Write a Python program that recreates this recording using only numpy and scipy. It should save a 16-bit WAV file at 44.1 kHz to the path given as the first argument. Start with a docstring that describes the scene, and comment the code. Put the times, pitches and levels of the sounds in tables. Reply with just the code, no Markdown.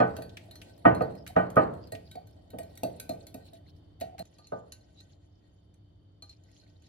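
"""Beating egg batter in a glass bowl

A metal fork beats batter in a square glass bowl on a stone counter in a small tiled kitchen. Knocks and clinks
are struck banks of modes with a noisy burst; groans are bowed tones. Scratching, skids and drone are random
slips through resonances; crackle, swishes, smacks, rumble and air are shaped noise. An appliance hums low, as
wavering sines. At 4.2 s the ringing is cut off and the background drops a little; afterwards the knocks are
thinner and brighter, the fork sounds duller and the stirring goes on more gently."""
import sys
import numpy as np
from scipy import signal
from scipy.io import wavfile
from scipy.ndimage import uniform_filter1d

SR = 44100
rng = np.random.default_rng(int(sys.argv[2]) if len(sys.argv) > 2 else 0)


def waveform_to_disk(signal):
    """Save audio, clipped to [-1, 1], as 16-bit WAV at the path in sys.argv[1]."""
    frames = np.transpose(np.atleast_2d(signal))
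    scaled = np.clip(frames, -1, 1) * 32767
    samples = np.round(scaled).astype(np.int16)
    wavfile.write(sys.argv[1], SR, samples)


N = 303408
TIME = np.arange(N) / SR
BANDS = 1000 * 2 ** (np.arange(-15, 13) / 3)   # third-octave centres, Hz
BREAK_S = 4.226

# bowl against counter: (time [s], level [dB], strongest pitch [Hz], glassy edge [dB])
BOWL_KNOCKS = [(0.001, -11, 730, 0), (0.186, -32.5, 460, -12), (0.852, -5.5, 726, 2.5),
               (1.007, -18, 573, -0.5), (1.363, -10.5, 706, 2.5), (1.566, -8.5, 585, -2),
               (1.922, -32.5, 653, 14.5), (2.153, -37.5, 750, 10.5), (2.534, -35, 513, 2),
               (2.585, -33, 615, 11), (2.832, -22.5, 602, -16), (3.092, -26, 632, -1),
               (3.344, -36.5, 600, -17), (3.527, -45.5, 657, 4), (4.011, -31, 680, 9.5),
               (4.195, -36, 665, 8), (4.385, -54, 884, 11), (4.52, -26.5, 554.5, -7),
               (6.222, -54.5, 820, 8)]
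# fork against glass: (time [s], level [dB], strongest pitch [Hz])
FORK_CLINKS = [(0.166, -35.5, 3960), (0.221, -38.5, 3960), (0.5104, -40, 4140), (0.555, -40, 4220),
               (0.618, -51, 12400), (0.7777, -55, 4200), (0.948, -38, 4200), (1.0192, -40.5, 4440),
               (1.151, -51.5, 4000), (1.275, -34.5, 3930), (1.5014, -43, 8300), (1.5566, -42.5, 12200),
               (1.737, -55, 8300), (1.872, -52, 4230), (1.9202, -34.5, 4735), (2.113, -40, 3950),
               (2.155, -47, 4650), (2.2702, -53.5, 12800), (2.503, -47, 3740), (2.5853, -35.5, 5800),
               (2.631, -48.5, 13800), (2.7538, -49, 7140), (2.774, -39.5, 3700), (2.833, -30, 2750),
               (2.9987, -29.5, 10880), (3.092, -31.5, 7400), (3.2677, -40, 4300), (3.3424, -39.5, 3960),
               (3.533, -49, 3930), (4.001, -45.5, 12000), (4.0092, -36, 4620), (4.191, -34, 10700),
               (4.253, -53, 6960), (4.384, -48, 4360), (4.47, -45, 4230), (4.7208, -33.5, 4000),
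               (4.809, -58, 9730), (5.0054, -47.5, 4280), (5.741, -60, 9400), (6.2227, -35, 4190),
               (6.294, -39.5, 4175), (6.436, -59.5, 5500), (6.514, -58, 5970), (6.821, -60, 5880)]
# batter smacking off the fork: (time [s], level [dB], pitch [Hz])
BATTER_SMACKS = [(0.294, -53.5, 3600), (0.3701, -40.5, 2300), (0.6158, -44, 2700), (1.265, -41.5, 1740),
                 (1.951, -46, 2400), (4.013, -45, 2150), (4.1815, -47.5, 1730)]
# tines skidding on the glass: (middle time [s], level [dB], pitch [Hz])
TINE_SKIDS = [(1.198, -59.5, 5060), (1.85, -62.5, 4790), (2.091, -66.5, 4760), (3.463, -64, 4100),
              (4.452, -59, 4230), (4.993, -59.5, 3910), (6.31, -64.5, 4170), (6.6, -69, 4190)]
# fork sweeping batter along the wall: (middle time [s], level [dB], pitch [Hz])
WALL_SWISHES = [(0.439, -69, 2300), (0.76, -76, 4800), (1.11, -76, 5000), (1.85, -73, 5200),
                (2.08, -69.5, 4670), (2.32, -73.5, 4800), (2.43, -85, 4500), (2.715, -70, 3800),
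                (2.96, -66, 3800), (3.221, -66, 5020), (3.473, -62, 3570), (3.555, -65, 3380),
                (3.69, -65, 3380), (3.771, -75.5, 4200), (5, -74, 4430), (5.12, -71, 4300),
                (6.31, -75, 5200), (6.57, -68.5, 5660), (6.689, -71.5, 2490), (6.86, -71, 4410)]
# bowl groaning under the pressed fork: (middle time [s], half length [s], level [dB], pitch [Hz])
BOWL_GROANS = [(1.307, 0.019, -48, 717), (2.185, .018, -44.5, 724), (4.035, .012, -32, 694),
               (4.074, .05, -47.5, 740), (4.161, 0.0342, -52, 742), (4.212, 0.012, -36, 679.3)]
# effort of the stirring, which sets the level of its scratching: (time [s], level [dB])
STIR_EFFORT = [(0.0, -71), (0.67, -73.5), (0.94, -75), (2.11, -81), (2.34, -79.5), (2.95, -73), (3.39, -79),
               (3.85, -86), (4.04, -100), (4.25, -72), (4.65, -79), (4.97, -73.5), (5.25, -79.5),
               (6.19, -100), (6.46, -75.5), (6.88, -78)]

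# a hard knock as a faint lead-in, the main blow and two weaker repeats: (delay [s], level [dB])
HARD_KNOCK_PARTS = [(-0.007, -24), (0, -1.5), (0.008, -7.5), (0.022, -11.5)]
HARD_KNOCK_ABOVE_DB = -15
# a hard knock is bright and shakes the counter, a soft one is a dull, hollow thump:
# (knock level [dB], bass [dB], treble [dB])
KNOCK_COLOUR_BY_LEVEL = [(-47, 5, -11.5), (-20, -4, -17.5), (-17, -5.5, 6), (-5.5, 2, 8.5)]
# colour of the fork jolted by a knock: (frequency [Hz], level [dB])
FORK_JOLT_COLOUR = [(1500, -5), (1900, -1), (2800, -3), (4100, -20.5), (4560, -10.5), (6000, -16.5),
                    (11000, -33)]

# resonances of the bowl on the counter: (frequency [Hz], relative level [dB], t60 [s])
BOWL_RESONANCES = [(124, -3, 0.39), (180.6, -4.5, 0.43), (228.2, -7.5, 0.25), (263, 4, 0.11),
                   (314.6, -7.5, 0.33), (445, -6.5, 0.41), (495, 1.5, 0.095), (546, -5, 0.15),
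                   (633, 4, 0.15), (664.4, 2.5, 0.25), (696.3, 3.5, 0.14), (736, -3, 0.2),
                   (804.4, -3.5, 0.28), (867, -13.5, 0.19), (915, -17.5, .25), (1203, -7.5, 0.27),
                   (1244, 2.5, 0.07), (1398.4, -24.5, 0.11), (1504, -9.5, 0.22), (1736, -21.5, 0.1),
                   (1872, -23, 0.14), (2353, -27, 0.16), (2670, -36.5, 0.27), (3040, -29.5, 0.2)]
# fork and glass wall ringing together: (frequency [Hz], relative level [dB], t60 [s])
FORK_RESONANCES = [(1530, 2.5, 0.46), (1888, 1.5, 0.23), (2414, -2, 0.1), (2690, -3.5, 0.0827),
                   (3830, 0.5, 0.12), (4177, 8, 0.13), (4550, 1.5, 0.19), (5930, -7, 0.2),
                   (7130, -2.5, 0.071), (7560, -5.5, 0.075), (7840, -4, 0.14), (8100, -0.5, 0.12),
                   (9730, -9.5, 0.12), (10240, -5, 0.1), (11230, -3, 0.14), (11900, -7, 0.065),
                   (12430, -14.5, 0.14), (13800, -10, 0.12)]
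# dense, unresolved resonances of a knock: (frequency [Hz], density [dB per Hz])
KNOCK_THUD = [(30, -52), (50, -20.5), (75, -4.5), (120, -3), (280, -2.5), (380, -4), (620, 5), (800, -5.5),
              (1000, -13), (1350, -17), (1900, -28), (2500, -38), (3100, -45.5), (3900, -61.5), (6000, -66),
              (10000, -81.5)]
# dense, unresolved resonances of a clink: (frequency [Hz], density [dB per Hz])
CLINK_TICK = [(600, -24), (1200, 1.5), (2600, 2.5), (4200, -4), (5200, -6), (7500, 0), (10000, -5),
              (13000, -8), (16000, -22.5)]
# crackling and swishing batter: (frequency [Hz], density [dB per Hz])
WET_SPECTRUM = [(1000, -5.5), (2500, -1.5), (4500, 2.5), (6500, -8), (9000, -1), (12000, -11), (16000, -20)]
# rumble of the bowl: (frequency [Hz], density [dB per Hz])
RUMBLE_SPECTRUM = [(60, -26.5), (120, -8), (300, 4), (420, -5), (660, 4), (900, -9), (1200, -37),
                   (3000, -49.5), (7000, -79)]

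# decay of the kitchen: (frequency [Hz], t60 [s])
KITCHEN_T60 = [(100, 1.16), (260, 0.78), (700, .5), (1800, 0.4627), (5000, 0.27), (14000, 0.23)]
# left-right likeness, from -1 opposite to 1 the same: (frequency [Hz], likeness [-])
STEREO_LIKENESS = [(60, 0.99), (110, .93), (200, 0.89), (380, 0.3), (700, -0.45), (1300, 0.088),
                   (2400, 0.27), (4400, 0.21), (8000, -0.74), (13000, 1)]
# still air of the kitchen: (frequency [Hz], density [dB per Hz])
AIR_SPECTRUM = [(15, -55), (25, -22.5), (102, -1), (134, -24.5), (166, -7.5), (217, -23.5), (301, -18),
                (451, -27.5), (624, -27), (1100, -39.5), (2280, -49), (2610, -56), (3200, -50),
                (4490, -52.5), (5880, -57.5), (16000, -77)]
# appliance hum: (frequency [Hz], relative level [dB])
APPLIANCE_HUM = [(97.5, -70), (296, -72.5)]
# faint high tones of the appliance: (frequency [Hz], relative level [dB])
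APPLIANCE_WHINE = [(3085, -83.5), (3590, -87), (4545, -87)]

# after the break the knocks are thinner and brighter; pan is left minus right
LATE_BASS_DB, LATE_TREBLE_DB, LATE_PAN_DB = -5, 19, -0.5
# before the break the hollow low note of the bowl leans to the right (left minus right)
HOLLOW_PAN_DB = -3.5
# bowl and fork shudder on after each knock: level against the knock, and decay
SHUDDER_DB, SHUDDER_T60_S = -36, 0.86
# low ring of the clean wall, the batter's damping of it, and the top of each clink
CLEAN_RING_DB, COATING_DB_PER_S, CLINK_TOP_DB = 2, 3, 4.5
# after the break the batter chokes a clink's ring; its low note no longer sinks with time
LATE_CHOKE_DB_PER_S, LATE_RING_DB = 83.5, -10
# a knock jolts the fork: level, and growth in dB per dB of the knock
JOLT_DB, JOLT_GROWTH = -28.5, 1.205
# light touches between the clinks: rate at mean effort, and level above the effort
TOUCHES_PER_S, TOUCH_DB = 3.5, 3
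# the batter fizzes as it runs back after each listed clink: level against the clink, and decay
FIZZ_DB, FIZZ_T60_S = -30.5, 0.25
# a skid at SKID_DB has length SKID_S; the length halves with every SKID_HALVING_DB more
SKID_S, SKID_DB, SKID_HALVING_DB = 0.022, -55.5, 6.5
# what the effort drives, in dB above it; after the break the bowl rumbles less
SCRAPE_DB, CRACKLE_DB, RUMBLE_DB, LATE_RUMBLE_DB = -1.5, -1.5, 14, -10
# low ring under the dragged fork, its damping by the coating, and the spurts of the scratching
SCRAPE_RING_DB, SCRAPE_COATING_DB_PER_S, SPURT_DB = 8.5, 0.1, 3
# after the break the fork sounds duller: a low-pass, a notch and a lift
DULL_LOWPASS_HZ, DULL_NOTCH_HZ, DULL_NOTCH_WIDTH_HZ = 10650, 8270, 1100
DULL_LIFT_HZ, DULL_LIFT_WIDTH_HZ, DULL_LIFT_DB = 6700, 820, 6   # level of the added resonance


def amp(db):
    """Decibels to amplitude."""
    return 10 ** (np.asarray(db) / 20)


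def left_right(db):
    """Gains of the two sides for a level difference, left minus right."""
    return amp(db * np.array([[.5], [-.5]]))


def rms_one(x):
    """Scale to rms 1."""
    return x / np.sqrt(np.mean(x ** 2) + 1e-20)


def at_hz(points, hz):
    """Read a table on a log-frequency axis."""
    f, value = np.transpose(points)
    return np.interp(np.log(hz), np.log(f), value)


def band_gains(spectrum):
    """Third-octave gains of a spectrum, with total power 1."""
    gains = amp(at_hz(spectrum, BANDS)) * np.sqrt(BANDS)   # bandwidth grows with frequency
    return gains / np.linalg.norm(gains)


def drift(per_s):
    """Random wander between knots, spread near 1; it holds still if the 4000 knots run out."""
    knots = rng.standard_normal(4000)
    return np.interp(TIME * per_s, np.arange(len(knots)), knots)


def noise_bands():
    """Third-octave stereo noises (band, side, sample), each as alike left and right as the table says."""
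    white = rng.standard_normal((2, 2, N), np.float32)
    bank = np.empty((len(BANDS), 2, N), np.float32)
    for k, hz in enumerate(BANDS):
        edges = [hz / 2 ** (1 / 6), hz * 2 ** (1 / 6)]
        sos = signal.butter(3, edges, "band", fs=SR, output="sos")
        mid, side = signal.sosfilt(sos, white[k % 2]).astype(np.float32)   # neighbours use separate noise
        alike = np.float32(np.clip(at_hz(STEREO_LIKENESS, hz), -1, 1))
        bank[k] = rms_one(np.sqrt(1 + alike) * mid + np.sqrt(1 - alike) * np.array([side, -side]))
    return bank


def coloured(bank, spectrum):
    """Steady stereo noise with a given spectrum and rms near 1."""
    noise = np.tensordot(band_gains(spectrum).astype(np.float32), bank, 1)
    return np.roll(noise, rng.integers(N), axis=1)


def resonate(x, hz, width_hz):
    """One two-pole resonance, gain 1 on top."""
    r = np.exp(-np.pi * width_hz / SR)
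    zeros = np.array([1, 0, -1]) * (1 - r * r) / 2
    poles = [1, -2 * r * np.cos(2 * np.pi * hz / SR), r * r]
    return signal.lfilter(zeros, poles, x + 1e-18)


def grains(per_s, spread_db):
    """Random tiny slips of uneven size, reaching each side with its own strength."""
    slipping = rng.random(N) < per_s / SR
    sizes = amp(spread_db * np.minimum(rng.exponential(1, N), 4))
    return rms_one(slipping * sizes * rng.standard_normal((2, N)))


def add(out, s, sound):
    """Place a sound at s; one that starts before the break is cut off there."""
    start = max(round(s * SR), 0)
    stop = min(start + sound.shape[1], round(BREAK_S * SR) if s < BREAK_S else N)
    out[:, start:stop] += sound[:, :stop - start]


def aftermath(blows, level_db, t60):
    """Strength of the dying motion that each blow leaves behind, up to a second long."""
    out, fade = np.zeros((1, N)), amp(-60 * TIME[:SR] / t60)[None]
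    for s, db, *_ in blows:
        add(out, s, amp(db + level_db) * fade)
    return out[0]


def body(bank, modes, dense, dense_db, dense_t60, room_db, rise_s, rise_cycles, uneven_db,
         favour_db, favour_octaves, blur_hz, rebound, size):
    """A struck thing: clear modes, a fast burst of dense ones, and the room's tail. Returns its strike."""
    t = np.arange(size) / SR
    hz, mode_db, t60 = np.transpose(modes)
    upper = hz > 2100

    def swell(f):
        """Low resonances take longer to build up."""
        return 1 - np.exp(-t / (rise_s + rise_cycles / f[:, None]))

    rings = swell(hz) * amp(-60 * t / t60[:, None]) * np.exp(2j * np.pi * hz[:, None] * t)
    heights = amp(mode_db) / np.linalg.norm(amp(mode_db))
    # phase of each mode at the two sides
    apart = np.arccos(np.clip(at_hz(STEREO_LIKENESS, hz), -1, 1)) * np.array([[.5], [-.5]])
    burst = amp(-60 * t / dense_t60)
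    tail = amp(-60 * t / at_hz(KITCHEN_T60, BANDS)[:, None])
    fade = (swell(BANDS) * np.hypot(burst, amp(room_db) * tail)).astype(np.float32)

    def strike(colour, pitch_hz):
        """One blow, coloured by its contact, whose place favours the modes near one pitch; rms 1 at first."""
        favour = favour_db * np.exp(-(np.log2(hz / pitch_hz) / favour_octaves) ** 2)
        uneven = uneven_db * rng.standard_normal(len(hz))
        shares = heights * amp(at_hz(colour, hz) + favour + uneven)
        # the contact keeps sliding, so the upper modes waver and their lines widen
        wander = np.cumsum(rng.standard_normal(size)) * np.sqrt(2 * np.pi * blur_hz / SR)
        waver = uniform_filter1d(np.exp(1j * wander), size=60)
        starts = shares * np.exp(1j * (apart + 2 * np.pi * rng.random(len(hz))))
        clear = ((starts * ~upper) @ rings + waver * ((starts * upper) @ rings)).real
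        at = rng.integers(N - size)
        gains = (band_gains(dense) * amp(dense_db + at_hz(colour, BANDS))).astype(np.float32)
        crack = np.einsum("bt,bct->ct", gains[:, None] * fade, bank[:, :, at:at + size])
        # the contact rebounds within two milliseconds, at lags that differ from blow to blow
        for lag in rng.integers(18, 80, 2):
            later = np.pad(crack, ((0, 0), (lag, 0)))[:, :size]
            crack = (crack + rebound * later) / np.hypot(1, rebound)
        sound = clear + crack
        return sound / np.sqrt(np.mean(sound[:, :SR // 40] ** 2))   # over the first 25 ms
    return strike


def knocks(bank):
    """The bowl drops back on the counter: hard blows reach the upper glass modes, soft shoves only thump."""
    strike = body(bank, BOWL_RESONANCES, KNOCK_THUD, dense_db=-1.0, dense_t60=0.081, room_db=-13.5,
                  rise_s=0.0038, rise_cycles=0.36, uneven_db=4.0, favour_db=9.5, favour_octaves=0.12,
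                  blur_hz=35, rebound=0, size=27000)
    out = np.zeros((2, N))
    strengths, basses, trebles = np.transpose(KNOCK_COLOUR_BY_LEVEL)
    for s, db, pitch_hz, edge_db in BOWL_KNOCKS:
        late = s > BREAK_S
        bass_db = np.interp(db, strengths, basses) + late * LATE_BASS_DB
        plain_treble_db = np.interp(db, strengths, trebles)
        treble_db = plain_treble_db + late * LATE_TREBLE_DB
        # after the break the middle treble is brighter but not the glassy edge
        colour = [(280, bass_db), (480, 0.0013), (780, 0.00083), (960, treble_db), (1550, treble_db),
                  (1850, plain_treble_db + edge_db)]
        pan = left_right(LATE_PAN_DB if late else 0)
        parts = HARD_KNOCK_PARTS if db > HARD_KNOCK_ABOVE_DB else [(0, 0.0091)]
        for delay_s, part_db in parts:
            add(out, s + delay_s, pan * amp(db + part_db - 5.5) * strike(colour, pitch_hz))
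    return out


def groans(waver_hz=32, rough_db=8.5, apart=1.62):
    """The pressed fork bows the bowl's hollow note: a wavering, rough tone, apart in phase (rad) at the sides."""
    out, bend, rough = np.zeros((2, N)), waver_hz * drift(110), amp(rough_db * drift(120))
    for s, length, db, hz in BOWL_GROANS:
        near = np.abs(TIME - s) < 2 * length
        phase = 2 * np.pi * np.cumsum(hz + bend[near]) / SR + apart * np.array([[.5], [-.5]])
        swell = np.exp(-((TIME[near] - s) / length) ** 2)
        add(out, s - 2 * length, amp(db) * swell * rms_one(rough[near] * np.sin(phase)))
    return out


def clinks(bank, effort_db):
    """The fork hits the wall: a sharp tick and a short ring, damped by the batter. Every knock jolts it too."""
    strike = body(bank, FORK_RESONANCES, CLINK_TICK, dense_db=10.5, dense_t60=0.022, room_db=-18.0,
                  rise_s=0.00018, rise_cycles=0.64, uneven_db=7, favour_db=14.5, favour_octaves=0.055,
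                  blur_hz=25, rebound=0.88, size=11000)
    out = np.zeros((2, N))

    def clink(s, db, pitch_hz):
        """One contact, with its low ring damped by the coating."""
        late = s > BREAK_S
        ring_db = LATE_RING_DB if late else CLEAN_RING_DB - COATING_DB_PER_S * s
        colour = [(2000, ring_db), (3000, 0), (7500, 0.00073), (11000, CLINK_TOP_DB)]
        sound = strike(colour, pitch_hz)
        choke_db = late * LATE_CHOKE_DB_PER_S * TIME[:sound.shape[1]]
        add(out, s, amp(db - 14.0 - choke_db) * sound)

    for s, db, pitch_hz in FORK_CLINKS:
        clink(s, db, pitch_hz)
    for s, db, _, edge_db in BOWL_KNOCKS:
        jolt_db = JOLT_DB + JOLT_GROWTH * db + edge_db
        add(out, s, amp(jolt_db) * strike(FORK_JOLT_COLOUR, pitch_hz=1890))
    # light touches come more often when the effort is high
    touches_per_s = TOUCHES_PER_S * amp(effort_db - effort_db.mean())
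    for at in np.flatnonzero(rng.random(N) < touches_per_s / SR):
        clink(at / SR, effort_db[at] + TOUCH_DB, pitch_hz=4200)
    return out


def stirring(bank, effort_db):
    """The dragged fork keeps its modes and the bowl sounding, while the batter crackles."""
    trembling = aftermath(BOWL_KNOCKS, SHUDDER_DB, SHUDDER_T60_S)
    fizz = aftermath(FORK_CLINKS, FIZZ_DB, FIZZ_T60_S)
    scratch_db = effort_db + SPURT_DB * drift(16)
    rumble_level = np.hypot(amp(effort_db + RUMBLE_DB + LATE_RUMBLE_DB * (TIME > BREAK_S)), trembling)
    scrape_level = np.hypot(amp(scratch_db + SCRAPE_DB), amp(-13.5) * trembling)
    wet_level = np.hypot(amp(scratch_db + CRACKLE_DB), fizz)
    slips = grains(per_s=4500, spread_db=4.0) * amp(4.3 * drift(27))
    # the contact damps the modes, and the moving tines wake now one, now another
    low_ring = amp(SCRAPE_RING_DB - SCRAPE_COATING_DB_PER_S * TIME)
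    rings = np.zeros((2, N))
    for hz, db, t60 in FORK_RESONANCES:
        waking = amp(db + 3.5 * drift(26)) * (low_ring if hz < 2000 else 1) / (1 + (hz / 6000) ** 2)
        rings += waking * resonate(slips, hz, 4 / t60 + 0.01 * hz)
    # each band of the wet noise swells and fades at random, by itself
    wet_noise = np.zeros((2, N))
    for hz, gain, band in zip(BANDS, band_gains(WET_SPECTRUM), bank):
        if hz > 1800:
            wet_noise += gain * amp(6.8 * drift(73)) * band
    # pushing the fork makes the bowl drone at its hollow note
    drone = rms_one(resonate(resonate(slips, hz=640, width_hz=80), hz=660, width_hz=340))
    crackle = rms_one(amp(2 * drift(30) + 1.0 * drift(650)))
    rumble = amp(1.1 * drift(10)) * coloured(bank, RUMBLE_SPECTRUM)
    return (scrape_level * rms_one(rings) + wet_level * crackle * rms_one(wet_noise)
            + rumble_level * (amp(-6.0) * drone + rumble))


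def skids(width_hz=150, skirt_hz=1100, rasp_hz=2800, rasp_width_hz=900, rasp_db=-16, stutter_db=1.5):
    """Tines stick and slip over the glass: a stuttering chirr and a broad rasp; louder skids are shorter."""
    out = np.zeros((2, N))
    slips = grains(per_s=1300, spread_db=5) * amp(stutter_db * drift(130))
    for s, db, hz in TINE_SKIDS:
        length = SKID_S * 2 ** ((SKID_DB - db) / SKID_HALVING_DB)
        near = np.abs(TIME - s) < 2 * length
        swell = np.exp(-2 * ((TIME[near] - s) / length) ** 2)
        chirr = resonate(resonate(slips[:, near], hz, width_hz), hz, skirt_hz)
        rasp = resonate(resonate(slips[:, near], rasp_hz, rasp_width_hz), rasp_hz, 2 * rasp_width_hz)
        out[:, near] += amp(db) * swell * (rms_one(chirr) + amp(rasp_db) * rms_one(rasp))
    return out


def swishes(bank, length_s=0.023, glide_octaves_per_s=2.5, hump_db=7, hump_octaves=0.38, grit_db=2.5,
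            ring_db=2, patchy_db=9.0):
    """Each sweep drags batter along the wall: a gritty swell, its broad pitch gliding up, with singing tines."""
    out, grit = np.zeros((2, N)), amp(grit_db * (drift(530) + .5 * drift(120)))
    # each band of the noise swells and fades at random, by itself
    knots = rng.standard_normal((len(BANDS), SR // 300))
    patches = np.array([np.interp(TIME[:SR] * 90, np.arange(len(row)), row) for row in knots])
    wet = (band_gains(WET_SPECTRUM) * (BANDS > 1400))[:, None]
    for s, db, hz in WALL_SWISHES:
        near = np.flatnonzero(np.abs(TIME - s) < 2 * length_s)
        t = TIME[near] - s
        octaves = np.log2(BANDS / hz)[:, None] - glide_octaves_per_s * t
        hump = hump_db * np.exp(-(octaves / hump_octaves) ** 2)
        gains = wet * amp(hump + patchy_db * patches[:, near % SR])
        rub = grit[near] * np.einsum("bt,bct->ct", gains, bank[:, :, near])
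        rub = rub + amp(ring_db) * resonate(rub, hz=4260, width_hz=60)
        out[:, near] += amp(db) * np.exp(-(t / length_s) ** 2) * rms_one(rub)
    return out


def smacks(width_hz=900, t60=0.054, room_db=-17, room_t60=0.44):
    """Air pockets in the batter snap open: noise with a broad pitch, a fast decay and a faint room tail."""
    out, t = np.zeros((2, N)), TIME[:SR // 3]
    fade = np.hypot(amp(-60 * t / t60), amp(room_db - 60 * t / room_t60))
    highpass = signal.butter(2, 1400, "high", fs=SR, output="sos")
    for s, db, hz in BATTER_SMACKS:
        snap = resonate(rng.standard_normal((2, len(t))), hz, width_hz)
        add(out, s, amp(db) * fade * rms_one(signal.sosfilt(highpass, snap)))
    return out


def kitchen(bank, whine_width_hz=70, air_db=-58):
    """Still air and a wavering appliance hum with a faint whine, a little louder before the break."""
    hum, whine = np.zeros(N), np.zeros((2, N))
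    for hz, db in APPLIANCE_HUM:
        level = amp(db + 2.5 * drift(41.0)) * np.sqrt(2)   # a sine of rms 1 peaks at root two
        hum += level * np.sin(2 * np.pi * hz * TIME + 0.5 * drift(25.37))
    for hz, db in APPLIANCE_WHINE:
        whine += amp(db) * rms_one(resonate(rng.standard_normal((2, N)), hz, whine_width_hz))
    air = amp(air_db) * coloured(bank, AIR_SPECTRUM)
    return (hum + whine + air) * amp(np.where(TIME < BREAK_S, 3, -.5))


def duller_after_break(x):
    """After the break the fork sounds duller: a low-pass, a notch and a lift."""
    dull = signal.sosfilt(signal.butter(4, DULL_LOWPASS_HZ, fs=SR, output="sos"), x)
    dull = dull + amp(DULL_LIFT_DB) * resonate(dull, DULL_LIFT_HZ, DULL_LIFT_WIDTH_HZ)
    for _ in range(2):
        dull = dull - resonate(dull, DULL_NOTCH_HZ, DULL_NOTCH_WIDTH_HZ)
    return np.where(TIME < BREAK_S, x, dull)


def scene():
    """One effort drives the stirring; knocks, groans, clinks, smacks, skids and swishes stand out of it."""
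    bank = noise_bands()
    effort_db = np.interp(TIME, *np.transpose(STIR_EFFORT))
    background = kitchen(bank)
    bowl = knocks(bank) + groans()
    hollow = (TIME < BREAK_S) * resonate(bowl, hz=480, width_hz=420)
    bowl = bowl + (left_right(HOLLOW_PAN_DB) - 1) * hollow
    batter = smacks()
    fork = skids() + swishes(bank) + stirring(bank, effort_db) + clinks(bank, effort_db)
    return background + bowl + batter + duller_after_break(fork)


def record(dry):
    """The deepest bass is rolled off and the top is cut steeply."""
    lean = signal.sosfilt(signal.butter(2, 38, "high", fs=SR, output="sos"), dry)
    return signal.sosfilt(signal.ellip(10, .2, 80, 16200, fs=SR, output="sos"), lean)


dry = scene()
out = record(dry)
waveform_to_disk(out)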